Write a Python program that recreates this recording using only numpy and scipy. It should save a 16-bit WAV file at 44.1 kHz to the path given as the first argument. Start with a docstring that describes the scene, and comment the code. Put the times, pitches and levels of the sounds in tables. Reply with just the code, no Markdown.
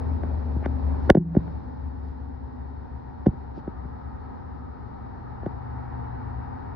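"""In a room with a steady machine rumble, a metal snake hook and tongs bump against a wooden box.
Bending waves are dispersive, so each knock spreads through the panels treble first and bass last,
and the panel's modes ring on. Friction makes clothes rustle, a shoe scuff and the hook judder.
Behind them are rushing air, a low drone and a motor hum, louder at the start.
The hardest knock drives a limiter down, and the room swells back after it."""
import sys
import numpy as np
from scipy import signal
from scipy.fft import rfft, irfft
from scipy.io import wavfile
from scipy.ndimage import uniform_filter1d, minimum_filter1d

SR = 44100
rng = np.random.default_rng(int(sys.argv[2]) if len(sys.argv) > 2 else 0)


def int16_out(signal):
    """Quantize to a 16-bit WAV file."""
    q = np.round(np.clip(np.atleast_2d(signal).T, -1, 1) * 32767)
    wavfile.write(sys.argv[1], SR, q.astype(np.int16))


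N = 297675
TIME = np.arange(N) / SR
FREQS = np.maximum(np.fft.rfftfreq(N, 1 / SR), 1)

# left-right likeness of the room noise: (frequency [Hz], correlation before clipping [-])
ROOM_CORRELATION = [(80, 1.5), (130, -0.4), (190, -0.52), (400, -0.2), (650, -0.88), (1000, 0),
                    (1900, 0.53), (3100, -.5), (4100, 0.23), (7000, -0.2)]
# balance of the room noise: (frequency [Hz], left minus right [dB])
ROOM_BALANCE = [(60, 6), (130, 3.5), (270, -3.5), (580, 0), (1240, 4.5), (2640, -2), (5620, 2.5),
                (12000, -1.5)]
# noise spectra of the ventilation and of cloth: (frequency [Hz], relative density [dB])
RUMBLE_SPECTRUM = [(18, -33), (30, -21), (40, -15), (52, -6), (68, -0.5), (82, -2), (97, -6), (120, -10.5),
                   (200, -17.5), (252, -11), (310, -22.5), (450, -22), (620, -33), (810, -70.5)]
RUSH_SPECTRUM = [(350, -48), (600, -24), (760, 3), (930, 2), (1080, -7), (1270, -8), (1540, -12),
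                 (1800, -12.5), (2200, -26.5), (3000, -39.5), (3900, -75.5)]
HOLLOW_SPECTRUM = [(900, -30.5), (1150, -3.5), (1280, 6), (1420, -12), (1900, -19), (2400, -36)]
HISS_SPECTRUM = [(2200, -18.5), (3000, -2.5), (4100, 4), (5200, -2), (6000, -11), (7000, -23.5),
                 (9000, -46)]
CLOTH_SPECTRUM = [(20, -8), (40, 6), (100, -13), (160, -14), (280, -4.5), (600, 0), (1100, -8.5),
                  (1700, -24.5), (2500, -24.5), (3300, -47)]
# envelopes of the rushing air and the machine drone: (time [s], relative level [dB])
AIR_LEVELS = [(0.0, -48), (0.59, -52), (0.844, -48.5), (1.0, -47), (1.5, -53), (2.31, -55), (4.38, -51.5),
              (4.67, -53.5), (5.99, -47), (6.7, -48)]
DRONE_LEVELS = [(0.0, -30.5), (0.924, -26), (1.05, -27.5), (1.5, -35.5), (2.67, -36.5), (2.85, -41.5),
                (5.34, -49), (5.73, -38.5), (6.7, -42.5)]
# rubs of hook, cloth and shoe: (time [s], length [s], level [dB], band centre [Hz])
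SCUFFS = [(0.252, .05, -55, 1200), (0.65, 0.03, -43, 1660), (1.06, .12, -70, 3990),
          (1.082, 0.02, -34, 322.8), (2.078, 0.093, -76, 3900), (3.576, 0.058, -69.5, 3900)]
# heavily damped resonances of hook and box: (frequency [Hz], width [Hz], relative level [dB])
BOX_RESONANCES = [(62, 53, -1.5), (185.3, 160, -1.5), (344, 134, -1), (559, 120, -7.5), (677, 380, -9),
                  (1084, 130, -18), (1464, 120, -14.5), (1690, 360, -16), (1980, 500, -20),
                  (2930, 480, -27.5), (3480, 600, -31), (4630, 380, -35), (5700, 900, -39),
                  (10200, 3500, -46.5), (14700, 2000, -52)]
# long-ringing modes of the panel: (frequency [Hz], relative level [dB], 60 dB decay time [s])
PANEL_MODES = [(164.3, -24, 0.6), (184, -25, 0.38), (250, -31.5, .3), (288, -33, 0.52), (339, -30, 0.22),
               (362, -21, 0.15)]
# lead of a knock in the right channel: (frequency [Hz], phase [rad])
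RIGHT_PHASE_LEAD = [(100, .05), (330, .25), (550, .75), (1000, 1.1), (1800, .55), (4000, 1.1), (8000, 1.2),
                    (12000, 2.0)]
# knocks on the box: (time [s], strength [dB], upper corner [Hz], lower corner [Hz],
IMPACTS = [(0.2336, -22, 1100, 200, -4, -41, None), (0.561, -9.5, 131.7, 69, -23, -62, None),
           (0.6583, -16.5, 1610, 132.7, -20, -13, 0.034), (1.1006, 15, 9000, 42, -30.5, -33, 0.0064),
           (1.1490, 12.5, 476, 193, -13, -28, None), (1.168, 9.5, 320, 129, 6, -60, None),
           (1.1739, 12, 189, 107, -1, -65, None), (1.3650, 4.5, 242, 111.3, -20, -59.5, 0.016),
           (1.478, -32.5, 1200, 295.6, -25, -28, None), (3.2640, 1, 295, 112, -29, -31, 0.00394),
           (3.279, -4.5, 151, 60, -34, -53, None), (3.332, -22.5, 200, 149, -13, -62, None),
           (3.574, -26, 394, 145, -21, -34.5, None), (3.6745, -17, 416, 111, -32.5, -47.5, None),
           (3.849, -21.5, 178, 129, -9, -62, None), (5.4609, -16, 705, 110, -23.5, -24.5, .031)]
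# a light graze: (upper corner [Hz], lower corner [Hz], ring gain [dB], tick gain [dB])
GRAZE_CONTACT = (749, 301, -17, -43.5)


def from_db(db):
    """Amplitude ratio: tenfold for every 20 dB."""
    return 10 ** (np.asarray(db) / 20)


def rms_one(x):
    """Normalisation to unit power."""
    return x / np.sqrt(np.mean(x ** 2) + 1e-20)


def in_time(points):
    """Linear interpolation of an envelope at every sample."""
    return np.interp(TIME, *np.transpose(points))


def at_hz(points, hz, **ends):
    """Interpolation on a log-frequency axis."""
    f, value = np.transpose(points)
    return np.interp(np.log(hz), np.log(f), value, **ends)


def panned(pan_db):
    """Level-difference panning: gains with the left pan_db above the right."""
    return from_db(np.array([[.5], [-.5]]) * pan_db)


def drift(rate_hz):
    """Random fluctuation: low-passed noise of unit power."""
    return rms_one(irfft(rfft(rng.standard_normal(N)) * np.exp(-(FREQS / rate_hz) ** 2), N))


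def rise(s, spread_s):
    """A sigmoid step from 0 to 1 around time s."""
    return .5 + .5 * np.tanh((TIME - s) / (2 * spread_s))


def swell(s, length_s):
    """A Gaussian envelope of height 1 around time s."""
    return np.exp(-(2 * (TIME - s) / length_s) ** 2)


def unsettled():
    """A sigmoid fall: 1 during the louder start, 0 once the background has settled."""
    return 1 - rise(1.6, spread_s=.17)


def add(out, s, sound):
    """Superposition of a short sound from time s."""
    start = round(s * SR)
    out[:, start:start + sound.shape[-1]] += sound[..., :N - start]


def room_noise(spectrum, ripple_db=2.5):
    """A diffuse field is partly correlated at two points; the channels' mean has unit power."""
    # reflections leave fine fixed peaks and dips in the upper spectrum
    ripple = rms_one(uniform_filter1d(rng.standard_normal(len(FREQS)), size=250))
    ripple *= np.minimum(FREQS / 2000, 1)
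    shape = from_db(at_hz(spectrum, FREQS, left=-90, right=-120) + ripple_db * ripple)
    mid, side = rfft(rng.standard_normal((2, N))) * shape
    correlation = np.clip(at_hz(ROOM_CORRELATION, FREQS), -.9, .98)
    side *= np.sqrt((1 - correlation) / (1 + correlation))
    pair = irfft(np.array([mid + side, mid - side]) * panned(at_hz(ROOM_BALANCE, FREQS)), N)
    return pair / pair.mean(axis=0).std()


def ventilation(rumble_follows=.35, hiss_follows=.37):
    """Broadband flow noise: rumble and hiss follow the air's swing in part; a hollow note joins."""
    air_db = in_time(AIR_LEVELS)
    swing_db = air_db - air_db.mean()
    rumble = from_db(-40 + rumble_follows * swing_db + 6 * unsettled()) * room_noise(RUMBLE_SPECTRUM)
    rush = from_db(-50 + swing_db) * room_noise(RUSH_SPECTRUM)
    hollow = from_db(-59.5) * rise(3.55, spread_s=.07) * room_noise(HOLLOW_SPECTRUM)
    hiss = from_db(-78 + hiss_follows * swing_db + 5 * unsettled()) * room_noise(HISS_SPECTRUM)
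    return rumble + rush + hollow + hiss


def machines(drone_hz=68.3, excess_hz=8.5, sag_s=1.05, hum_hz=120.6, housing_hz=257, width_hz=22):
    """Periodic vibration radiates tones: a wavering drone with a resonant housing, and a motor hum."""
    level_db = in_time(DRONE_LEVELS)
    drone_gain = from_db(level_db - 1 + .9 * drift(8))
    # the drone runs a little fast at first and sags to its steady pitch
    pitch_hz = drone_hz + excess_hz * np.exp(-TIME / sag_s) + 1.2 * drift(1.2)
    drone = drone_gain * np.sin(2 * np.pi * np.cumsum(pitch_hz) / SR)
    hum_db = -54 + 7.5 * unsettled() + 15.2 * swell(6.01, length_s=1.58) + .4 * drift(2.7)
    hum = from_db(hum_db) * np.sin(2 * np.pi * hum_hz * TIME)
    resonance = 1 / (1 + ((FREQS - housing_hz) / width_hz) ** 4)
    housing = irfft(rfft(rng.standard_normal((2, N))) * resonance, N)
    tones = np.sqrt(2) * (drone + hum) * panned(5)
    return tones + from_db(level_db - 11) * rms_one(housing)


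def rubbing(cloth_db=-64, lift_db=15.5):
    """Sliding friction makes noise: clothes rustle, louder at first, and grainy scuffs come and go."""
    cloth_shape = from_db(at_hz(CLOTH_SPECTRUM, FREQS, left=-90, right=-90))
    cloth = rms_one(irfft(rfft(rng.standard_normal(N)) * cloth_shape, N))
    out = from_db(cloth_db + lift_db * unsettled() + 1.6 * drift(12)) * cloth
    grains = rng.standard_normal(N) * from_db(2.5 * drift(250))
    for s, length_s, db, hz in SCUFFS:
        band = signal.butter(4, [hz * .6, hz * 1.35], "band", fs=SR, output="sos")
        out += from_db(db) * swell(s, length_s) * rms_one(signal.sosfilt(band, grains))
    return out * panned(1.5)


def judder(s=1.1035, pitch_hz=521, peak_db=3, right_lead_rad=.94):
    """Stick-slip oscillation: the hook skids for a few cycles as it lands the hardest knock."""
    phase = 2 * np.pi * pitch_hz * (TIME - s) + np.array([[0], [right_lead_rad]])
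    return from_db(peak_db) * swell(s, length_s=.010) * np.sin(phase)


def bending_wave(hz, t, body_db=39, scatter_db=-17, scatter_t60=.07):
    """Dispersion: low frequencies travel slower, so a falling chirp passes the box's resonances."""
    power = sum(from_db(db) ** 2 / (1 + ((hz - f) / width) ** 2) ** 5 for f, width, db in BOX_RESONANCES)
    delay_s = .00655 * (300 / (hz + 20)) ** .8
    phase = 2 * np.pi * np.cumsum(delay_s) * SR / len(t)
    direct = from_db(body_db) * np.sqrt(power) * np.exp(-1j * phase)
    # edges and joints send back a short, dull scatter, different for every spot that is struck
    echoes = rng.standard_normal(len(t)) * from_db(-60 * t / scatter_t60)
    scatter = from_db(scatter_db) * rfft(echoes / np.linalg.norm(echoes))
    return direct * (1 + scatter / (1 + (hz / 1100) ** 2))


def panel_ring(t, ring_db, onset_s=.0054):
    """Free vibration: the spectrum of the panel's modes, each decaying exponentially."""
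    modes = sum(from_db(db + ring_db - 60 * t / t60) * np.sin(2 * np.pi * f * t)
                for f, db, t60 in PANEL_MODES)
    return rfft(modes * (1 - np.exp(-(t / onset_s) ** 2)))


def knock(upper_hz, lower_hz, ring_db, tick_db, size):
    """Impact excitation: the spectrum of one contact multiplies the response of the box."""
    hz = np.maximum(np.fft.rfftfreq(size, 1 / SR), 1)
    t = np.arange(size) / SR
    response = bending_wave(hz, t) + panel_ring(t, ring_db)
    # a soft contact loses the treble, a light one cannot move the whole box
    contact = 1 / np.sqrt((1 + (hz / upper_hz) ** 4) * (1 + (lower_hz / hz) ** 4))
    # bare metal touching down adds a thin tick
    tick = from_db(tick_db) * np.exp(-3 * np.log(hz / 4800) ** 2)
    quarter_window_delay = np.exp(-2j * np.pi * hz * size / 4 / SR)
    right = response * (contact + tick) * quarter_window_delay
    left = right * np.exp(-1j * at_hz(RIGHT_PHASE_LEAD, hz))
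    return irfft(np.array([left, right]), size)


def knocks(graze_db=-16.5, graze_follows=.69, size=32768):
    """Impulse responses add: hook and tongs strike the box, at times grazing it before they land."""
    out = np.zeros((2, N))
    for s, db, *contact, lead_s in IMPACTS:
        start_s = s - size / 4 / SR  # the contact lies a quarter of the way into its window
        add(out, start_s, from_db(db) * knock(*contact, size))
        if lead_s:
            graze = from_db(graze_db + graze_follows * db) * knock(*GRAZE_CONTACT, size)
            add(out, start_s - lead_s, graze)
    return out


def scene():
    """Superposition: knocks and rubs add to the noise of the room."""
    return knocks() + judder() + rubbing() + machines() + ventilation()


def limiter(x, ceiling_db=-.74, hold_s=.14, release_db_per_s=105):
    """Peak limiting: excess over the ceiling pulls the gain down at once; it holds, then climbs back."""
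    peak_db = 20 * np.log10(np.abs(x).max(axis=0) + 1e-9)
    over_db = np.maximum(peak_db - ceiling_db, 0)
    half_hold = int(hold_s * SR / 2)
    held_db = -minimum_filter1d(-over_db, 2 * half_hold + 1, origin=half_hold)
    release_db = release_db_per_s * TIME
    cut_db = np.maximum.accumulate(held_db + release_db) - release_db
    # about a millisecond of look-ahead rounds the attack
    gain_db = uniform_filter1d(minimum_filter1d(-cut_db, size=61), size=61)
    return x * from_db(gain_db)


def record(dry):
    """Band limiting: after the limiter, a steep low-pass stops the treble above 17 kHz."""
    lowpass = signal.cheby2(12, 70, 17000, fs=SR, output="sos")
    return signal.sosfilt(lowpass, limiter(dry))


dry = scene()
out = record(dry)
int16_out(out)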